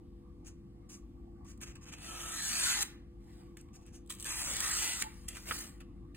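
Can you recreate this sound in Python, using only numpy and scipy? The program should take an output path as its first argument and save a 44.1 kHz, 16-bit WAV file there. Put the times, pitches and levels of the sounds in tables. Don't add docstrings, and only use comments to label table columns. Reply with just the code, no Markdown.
import sys
import numpy as np
from scipy import signal
from scipy.io import wavfile
from scipy.ndimage import uniform_filter1d

SR = 44100
rng = np.random.default_rng(int(sys.argv[2]) if len(sys.argv) > 2 else 0)


def put_to_file(sound):
    columns = np.atleast_2d(sound).T
    safe = np.clip(columns, -1, 1)
    whole_steps = np.round(safe * 32767)
    wavfile.write(sys.argv[1], SR, whole_steps.astype(np.int16))


def voltage_ratio(decibels):
    exponent = np.asarray(decibels, float) / 20
    return 10 ** exponent


N = 271656

# hz, level_db
BLADE_COLOUR = [(400, -20), (1000, -8), (2000, -10), (3100, -5), (4500, -10), (6300, -9), (8200, 0),
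                (10000, -9), (11800, -7), (13500, -13), (15500, -16)]


def evened(x):
    return x / np.sqrt(np.mean(x ** 2) + 1e-20)


def read(points, hz):
    f, value = np.transpose(points)
    return np.interp(np.log(hz + 1), np.log(f + 1), value)


def band(x, lo_hz, hi_hz):
    return signal.sosfilt(signal.butter(3, [lo_hz, hi_hz], "band", fs=SR, output="sos"), x)


def slow_noise(count, smooth):
    once = uniform_filter1d(rng.standard_normal(count), smooth)
    return evened(uniform_filter1d(once, smooth))


def patches(shape, bins, frames):
    field = rng.standard_normal(shape)
    return evened(uniform_filter1d(uniform_filter1d(field, bins, 0), frames, 1))


def shaped(x, points, patchy_db, bins, frames, size):
    hz, _, z = signal.stft(x, SR, nperseg=size, noverlap=size * 3 // 4)
    colour_db = read(points, hz)[:, None]
    z = z * voltage_ratio(colour_db + patchy_db * patches(z.shape[1:], bins, frames))
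    return signal.istft(z, SR, nperseg=size, noverlap=size * 3 // 4)[1][:, :x.shape[1]]


def halves(x):
    body, hiss = band(x, 300, 3600), band(x, 3600, 19000)
    return body / band(x, 1000, 3000).std(), hiss / band(x, 6500, 10500).std()


def friction(tables, colour, grain_db, modes_db, flutter_db, body_db, hiss_db):
    count = N // 2 + N // 8
    first = min(round(tables[0][0][0] * SR) - 2000, N - count)
    t = (first + np.arange(count)) / SR
    sizes = voltage_ratio(grain_db * np.minimum(rng.exponential(1, count), 4))
    slip = evened(voltage_ratio(flutter_db * slow_noise(count, 180)))
    clicks = rng.standard_normal((2, count)) * sizes
    body, hiss = halves(shaped(clicks, colour, modes_db, bins=2, frames=30, size=512))
    out = np.zeros((2, N))
    for rows in tables:
        s, level_db, share_db = np.transpose(rows)
        on = np.flatnonzero((t >= s[0]) & (t < s[-1]))
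        edge = np.minimum(1, np.minimum(t[on] - s[0], s[-1] - t[on]) / 0.0051)
        body_gain = voltage_ratio(body_db + np.interp(t[on], s, share_db))
        mix = voltage_ratio(hiss_db) * hiss[:, on] + body_gain * body[:, on]
        out[:, first + on] += edge * slip[on] * voltage_ratio(np.interp(t[on], s, level_db)) * mix
    return out


def pushed(curve, body_db, follow):
    s, db = np.transpose(curve)
    ref_db = -40
    return [np.transpose([s, db, body_db + (follow - 1) * (db - ref_db)])]


def strokes(rows, release_s, linger):
    level = np.array([-14.5, 0, 0, -39.5])
    body_follow = 0.59
    curves = []
    for s, rise, hold, db, body_db in rows:
        times = s + np.cumsum([0, rise, hold, release_s + linger * (rise + hold)])
        share_db = body_db + (body_follow - 1) * np.minimum(level, 0) / 2
        curves.append(np.transpose([times, db + level, share_db]))
    return curves


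def slices():
    # time_s, level_db
    push_1 = [
        (1.95, -70),
        (2.052, -51.5),
        (2.3, -46),
        (2.49, -38.5),
        (2.706, -35),
        (2.754, -39.5),
        (2.8, -37.5),
        (2.829, -32),
        (2.84, -54),
    ]
    push_2 = [
        (4.25, -44),
        (4.447, -40.5),
        (4.595, -41.5),
        (4.615, -39),
        (4.703, -37),
        (4.76, -37),
        (4.843, -36.5),
        (4.981, -45),
        (5.028, -36),
    ]
    # hz, level_db
    tear_1 = [(400, -20), (800, -6), (1300, -5), (1650, -1), (2150, -9), (2700, -3), (3500, -4), (5000, -5),
              (6500, 0), (8500, -2), (11000, -6), (13000, -10), (15500, -19)]
    tear_2 = [(400, -16), (800, -5), (1300, -4), (1700, -4), (2400, -5), (3500, -5), (5000, -3), (6500, -2),
              (8500, 0), (11000, -6), (13000, -9), (15500, -15)]
    cut_1 = friction(pushed(push_1, body_db=-8, follow=0.97), tear_1, grain_db=2.5, modes_db=4.0,
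                     flutter_db=0.8, body_db=2.5, hiss_db=-0.23)
    cut_2 = friction(pushed(push_2, body_db=-5.5, follow=0.45), tear_2, grain_db=3.0, modes_db=3.5,
                     flutter_db=1.14, body_db=-0.85, hiss_db=0.0)
    return cut_1 + cut_2


def scuffs():
    # start_s, rise_s, hold_s, hiss_db, body_db (against the hiss)
    rubs = [(0.444, 0.032, 0.008, -56.5, -7), (0.887, 0.012, 0.057, -57, -9.5),
            (1.444, .045, 0.028, -62, -5), (1.603, 0.026, 0.0048, -50, -4),
            (1.655, 0.011, .045, -61.5, 1.5), (1.751, 0.0033, 0.0025, -61.5, 4),
            (1.808, 0.026, .004, -60, -3), (1.85, 0.033, 0.012, -58.5, 1), (1.913, 0.016, 0.0092, -54.5, 1),
            (3.572, 0.012, .025, -68, -2.5), (3.728, 0.028, 0.0033, -60, -8), (3.79, 0.035, .01, -74.5, -2),
            (3.85, 0.021, 0.018, -69.5, 0.5), (3.922, 0.019, 0.025, -62, -8)]
    # hz, level_db
    colour = [(400, -12), (800, -12), (1300, -10), (1800, -9), (2150, -12), (2600, -4), (3300, -12),
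              (4200, -13), (5200, -4), (6500, 0), (8500, -7), (11000, -10), (13000, -15), (15500, -20)]
    return friction(strokes(rubs, release_s=0.052, linger=0.17), colour, grain_db=2.5, modes_db=0.8,
                    flutter_db=1.5, body_db=0.0, hiss_db=-0.3)


def judder():
    # start_s, rise_s, hold_s, hiss_db, body_db (against the hiss)
    stutters = [
        (4.091, 0.014, 0.021, -43.5, -11),
        (4.187, 0.015, 0.032, -44.5, -15.5),
    ]
    return friction(strokes(stutters, release_s=0.11, linger=.1), BLADE_COLOUR, grain_db=4.5, modes_db=3.5,
                    flutter_db=4.0, body_db=0.0, hiss_db=-5.0)


def snaps():
    # time_s, peak_db, body_db (against the peak)
    fibres = [(0.896, -52, -4), (1.4461, -55.5, -3.5), (1.5753, -54, -4), (1.6137, -37.5, -1),
              (1.6323, -42, 4), (1.755, -46, -4), (1.9833, -47.5, 5.5), (2.8264, -19, -5),
              (3.5703, -41.5, -6.5), (3.685, -67.5, 12), (4.112, -31, -10), (5.0207, -22.5, -28),
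              (5.358, -40.5, -1), (5.3687, -37.5, 0), (5.5104, -36, 14.5), (5.8047, -54, -7)]
    # time_s, peak_db, t60_s
    catches = [(2.8225, -18.5, 0.0055), (3.612, -43.5, 0.012), (3.8127, -55, .011), (3.8637, -48, 0.023),
               (4.061, -58, .03), (4.074, -53, .03), (4.0975, -32, .023), (4.1034, -35, .02),
               (4.1224, -34, .02), (4.15, -34, 0.01), (4.1987, -28, .01), (4.2054, -30.5, 0.011),
               (4.2259, -25, 0.0062), (4.244, -23.5, 0.0089), (4.566, -25, 0.024), (4.6036, -17.5, 0.018),
               (5.0235, -19, 0.011), (5.2872, -24.5, 0.0087), (5.489, -38, 0.013)]
    rows = [(*row, .024) for row in fibres]
    rows += [(s, db, -21.5, t60) for s, db, t60 in catches]
    noise = rng.standard_normal((2, N))
    body, hiss = halves(shaped(noise, BLADE_COLOUR, 2.3, bins=6, frames=8, size=256))
    t, bright, low = np.arange(4000) / SR, np.zeros(N + 4000), np.zeros(N + 4000)
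    for s, db, share_db, t60 in rows:
        at = slice(round(s * SR), round(s * SR) + 4000)
        t60 = max(t60, .003)
        bright[at] += voltage_ratio(db - 7 - 60 * t / t60) * np.minimum(1, t / 0.00067)
        low[at] += voltage_ratio(db + share_db - 10.5 - 60 * t / (1.9 * t60)) * np.minimum(1, t / 0.003)
    return bright[:N] * hiss + low[:N] * body


def flap():
    # start_s, stop_s, mode_hz, width_hz, rms_db
    modes = [(2, 2.5, 1310, 60, -54), (2.55, 2.84, 1635, 72, -46), (1.85, 2.5, 2600, 150, -59.5),
             (2.6, 2.82, 7000, 81, -44), (2.58, 2.8, 4400, 66, -43.5), (2.6, 2.84, 2010, 120, -46.5),
             (4.58, 4.78, 1880, 70, -45.5), (4.75, 5.02, 2000, 66, -50.5), (4.55, 4.8, 1260, 150, -49),
             (4.35, 4.8, 3400, 25, -56.5), (2.55, 2.84, 3500, 1600, -40.5), (1.9, 2.5, 720, 200, -57.5),
             (4.75, 5.02, 6300, 810, -47.5), (4.3, 5.0, 840, 200, -66), (4.25, 4.75, 7500, 390, -49.5),
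             (4.72, 5.0, 2790, 390, -45), (5.015, 5.1, 864, 26, -50), (4.8, 4.98, 720, 61, -56)]
    out = np.zeros((2, N))
    for start, stop, hz, width, db in modes:
        at = slice(round(start * SR), round(stop * SR))
        drive = rng.standard_normal((2, at.stop - at.start))
        ring = signal.lfilter(*signal.iirpeak(hz, hz / width, SR), drive)
        out[:, at] += voltage_ratio(db) * evened(ring) * signal.windows.tukey(ring.shape[1], .7)
    return out


def pops():
    # time_s, level_db, pitch_hz, t60_s
    buckles = [
        (3.5702, -52, 2100, .015),
        (5.0228, -28, 2280, .016),
        (5.359, -46, 2600, .012),
        (5.3697, -41, 2000, .012),
        (5.5105, -26.5, 1600, .019),
    ]
    t, out = np.arange(6000) / SR, np.zeros(N)
    for s, db, hz, t60 in buckles:
        cluster = sum(np.sin(2 * np.pi * k * hz * t) for k in (1.005, 0.826, 0.927, 1.2))
        ring = cluster * voltage_ratio(-60 * t / t60)
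        slips = rng.standard_normal(900) * (rng.random(900) < .02) / 4 * np.linspace(1, 0, 900)
        slips[0] = 1
        out[round(s * SR):][:6000] += voltage_ratio(db) / 2 * np.convolve(ring, slips)[:6000]
    return out


def rustles():
    # start_s, rise_s, hold_s, hiss_db, body_db (against the hiss)
    slides = [(3.2, .12, 0.092, -73.5, 2), (5.034, 0.0032, .003, -53.5, 2), (5.06, .02, 0.16, -67.5, -2),
              (5.279, 0.0045, 0.0036, -42, -9), (5.3, 0.065, 0.0095, -55, 0.5),
              (5.38, 0.022, 0.065, -63, -8), (5.452, 0.035, 0.012, -47.5, -0.5),
              (5.495, 0.032, .09, -46.5, -6.5), (5.799, 0.0071, .003, -63, 5.5),
              (6.143, 0.0036, 0.0033, -61.5, 2.5)]
    # hz, level_db
    colour = [(400, -11), (800, -5), (1300, -5), (1700, -4), (2400, -4), (3500, -6), (5000, 0), (6500, -1),
              (8500, 0), (11000, -2), (13000, -6), (15500, -10)]
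    return friction(strokes(slides, release_s=0.03, linger=1.37), colour, grain_db=3.5, modes_db=4.0,
                    flutter_db=1.1, body_db=-1.0, hiss_db=-0.6)


def room(x):
    # hz, t60_s
    decay = [(500, 0.44), (2000, 0.5), (8000, 0.23), (15000, 0.29)]
    hz, t, z = signal.stft(rng.standard_normal((2, SR // 2)), SR, nperseg=256)
    t60 = np.maximum(read(decay, hz), .05)[:, None]
    tail = signal.istft(z * voltage_ratio(-60 * t / t60), SR, nperseg=256)[1]
    return signal.fftconvolve(x, tail / np.linalg.norm(tail[0]), axes=1)[:, :N]


def motor():
    # pitch_hz, rms_db
    orders = [
        (49.2, -58.5),
        (196.8, -66.5),
        (343.7, -62),
        (491, -75),
    ]
    t, out = np.arange(N) / SR, np.zeros((2, N))
    for hz, db in orders:
        level = np.sqrt(2) * voltage_ratio(db + 1.7 * slow_noise(N, 6000))
        turns = hz * t + rng.random() + np.array([[0], [1 / 4]])
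        out += level * np.sin(2 * np.pi * turns)
    return out


def fan():
    # hz, db_per_hz
    colour = [(450, -26), (750, 11.5), (1000, 3), (1140, 15), (1300, -10.5), (1700, -14.5), (2100, -8.5),
              (2500, -19.5), (2900, -20), (3600, -20)]
    t = np.arange(N) / SR
    air = voltage_ratio(-69) * evened(shaped(rng.standard_normal((2, N)), colour, 4.5, bins=10, frames=18, size=1024))
    throb = voltage_ratio(7.5 * np.cos(2 * np.pi * 7.6 * (t - 0.19)))
    return band(air, 270, 2400) + 0.7 * throb * band(air, 1063, 3700)


def rumble():
    # hz, db_per_hz
    colour = [(22, -13.5), (39, -23.5), (47, 3.5), (72, -3.5), (150, -9.5), (320, -10), (370, -22.5),
              (430, -25.5), (700, -34.5), (1500, -47), (3500, -47.5), (7000, -55), (13500, -54.5),
              (15300, -72)]
    noise = rng.standard_normal((2, N))
    return voltage_ratio(-53.5) * evened(shaped(noise, colour, 1.0, bins=30, frames=10, size=4096))


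def scene():
    paper = slices() + scuffs() + judder() + snaps() + flap() + pops() + rustles()
    return paper + voltage_ratio(-12) * room(paper) + motor() + fan() + rumble()


def joint_stereo(left, right, hz, under_db, from_hz):
    top_hz, top_under_db, edge_hz = 12400, 20, 15850
    z = np.array([left + right, left - right])[:, :1024]
    power = uniform_filter1d((abs(z) ** 2).reshape(2, 64, 16, -1).sum(2), size=2, axis=2)
    band_hz = hz[:1024:16, None]
    keep = (power > power[::-1] * voltage_ratio(-2 * under_db)) | (band_hz < from_hz)
    loudest = (power * (band_hz > top_hz / 2)).max((0, 1))
    keep &= (power > loudest * voltage_ratio(-2 * top_under_db)) | (band_hz < top_hz)
    mid, side = z * np.repeat(keep, 16, 1) * (hz[:1024, None] < edge_hz)
    return np.pad(np.array([mid + side, mid - side]) / 2, ((0, 0), (0, 1), (0, 0)))


def blade_shade(hz, t):
    # start_s, stop_s, centre_hz, half_width_hz, share (0-1)
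    passes = [
        (1.84, 2.35, 4850, 650, .75),
        (2.3, 2.56, 3500, 250, .7),
        (4.28, 4.48, 4400, 1200, .85),
        (4.255, 5.8, 4800, 900, .22),
    ]
    ramp_s, shade = .04, 0
    for start, stop, centre, half_width, share in passes:
        bump = np.exp(-((hz[:, None] - centre) / half_width) ** 4)
        present = np.clip(np.minimum(t - start, stop - t) / ramp_s + .5, 0, 1)
        shade = shade + share * bump * present
    return shade.clip(0, 1)


def low_pass(x):
    return signal.sosfilt(signal.butter(12, 16390, fs=SR, output="sos"), x)


def record(dry):
    # hz, phase_rad
    lead_points = [(0, -.15), (400, -.15), (560, 2.7), (1000, 4.3), (1300, 6.0), (2000, 6.0), (2700, 5.0),
                   (4000, 3.3), (5300, 3.15), (8300, 6.25), (11800, 9.42), (14900, 12.57)]
    # hz, likeness (0-1)
    same_points = [(60, .97), (350, .92), (500, .5), (2200, .5), (3000, .8), (4300, .6), (4750, .62),
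                   (5300, .9), (7000, .9), (8500, .97), (10000, .85), (11800, .97), (13400, .7),
                   (15000, .97)]
    # hz, level_db
    tilt_points = [(60, 3.0), (150, 1.5), (380, -1.5), (950, -0.5), (2380, -1.0), (5980, 2), (15000, -1.5)]
    hz, t, (first, other) = signal.stft(dry, SR, nperseg=2048, noverlap=1536)
    same = read(same_points, hz)[:, None]
    same = same + (1 - same) * .9 * blade_shade(hz, t)
    tilt = voltage_ratio(read(tilt_points, hz) / 2)[:, None]
    drift = .35 * patches(first.shape, bins=70, frames=24) * (hz > 520)[:, None]
    lead = np.interp(hz, *np.transpose(lead_points))[:, None] + drift
    right = (same * first + np.sqrt(1 - same ** 2) * other) * np.exp(-1j * lead)
    both = joint_stereo(first * tilt, right / tilt, hz, under_db=8, from_hz=2000)
    ports = signal.istft(both, SR, nperseg=2048, noverlap=1536)[1][:, :N]
    self_hiss = evened(band(rng.standard_normal((2, N)), 4200, 5800))
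    ports = ports + voltage_ratio(-95) * self_hiss
    return low_pass(ports)


dry = scene()
out = record(dry)
put_to_file(out)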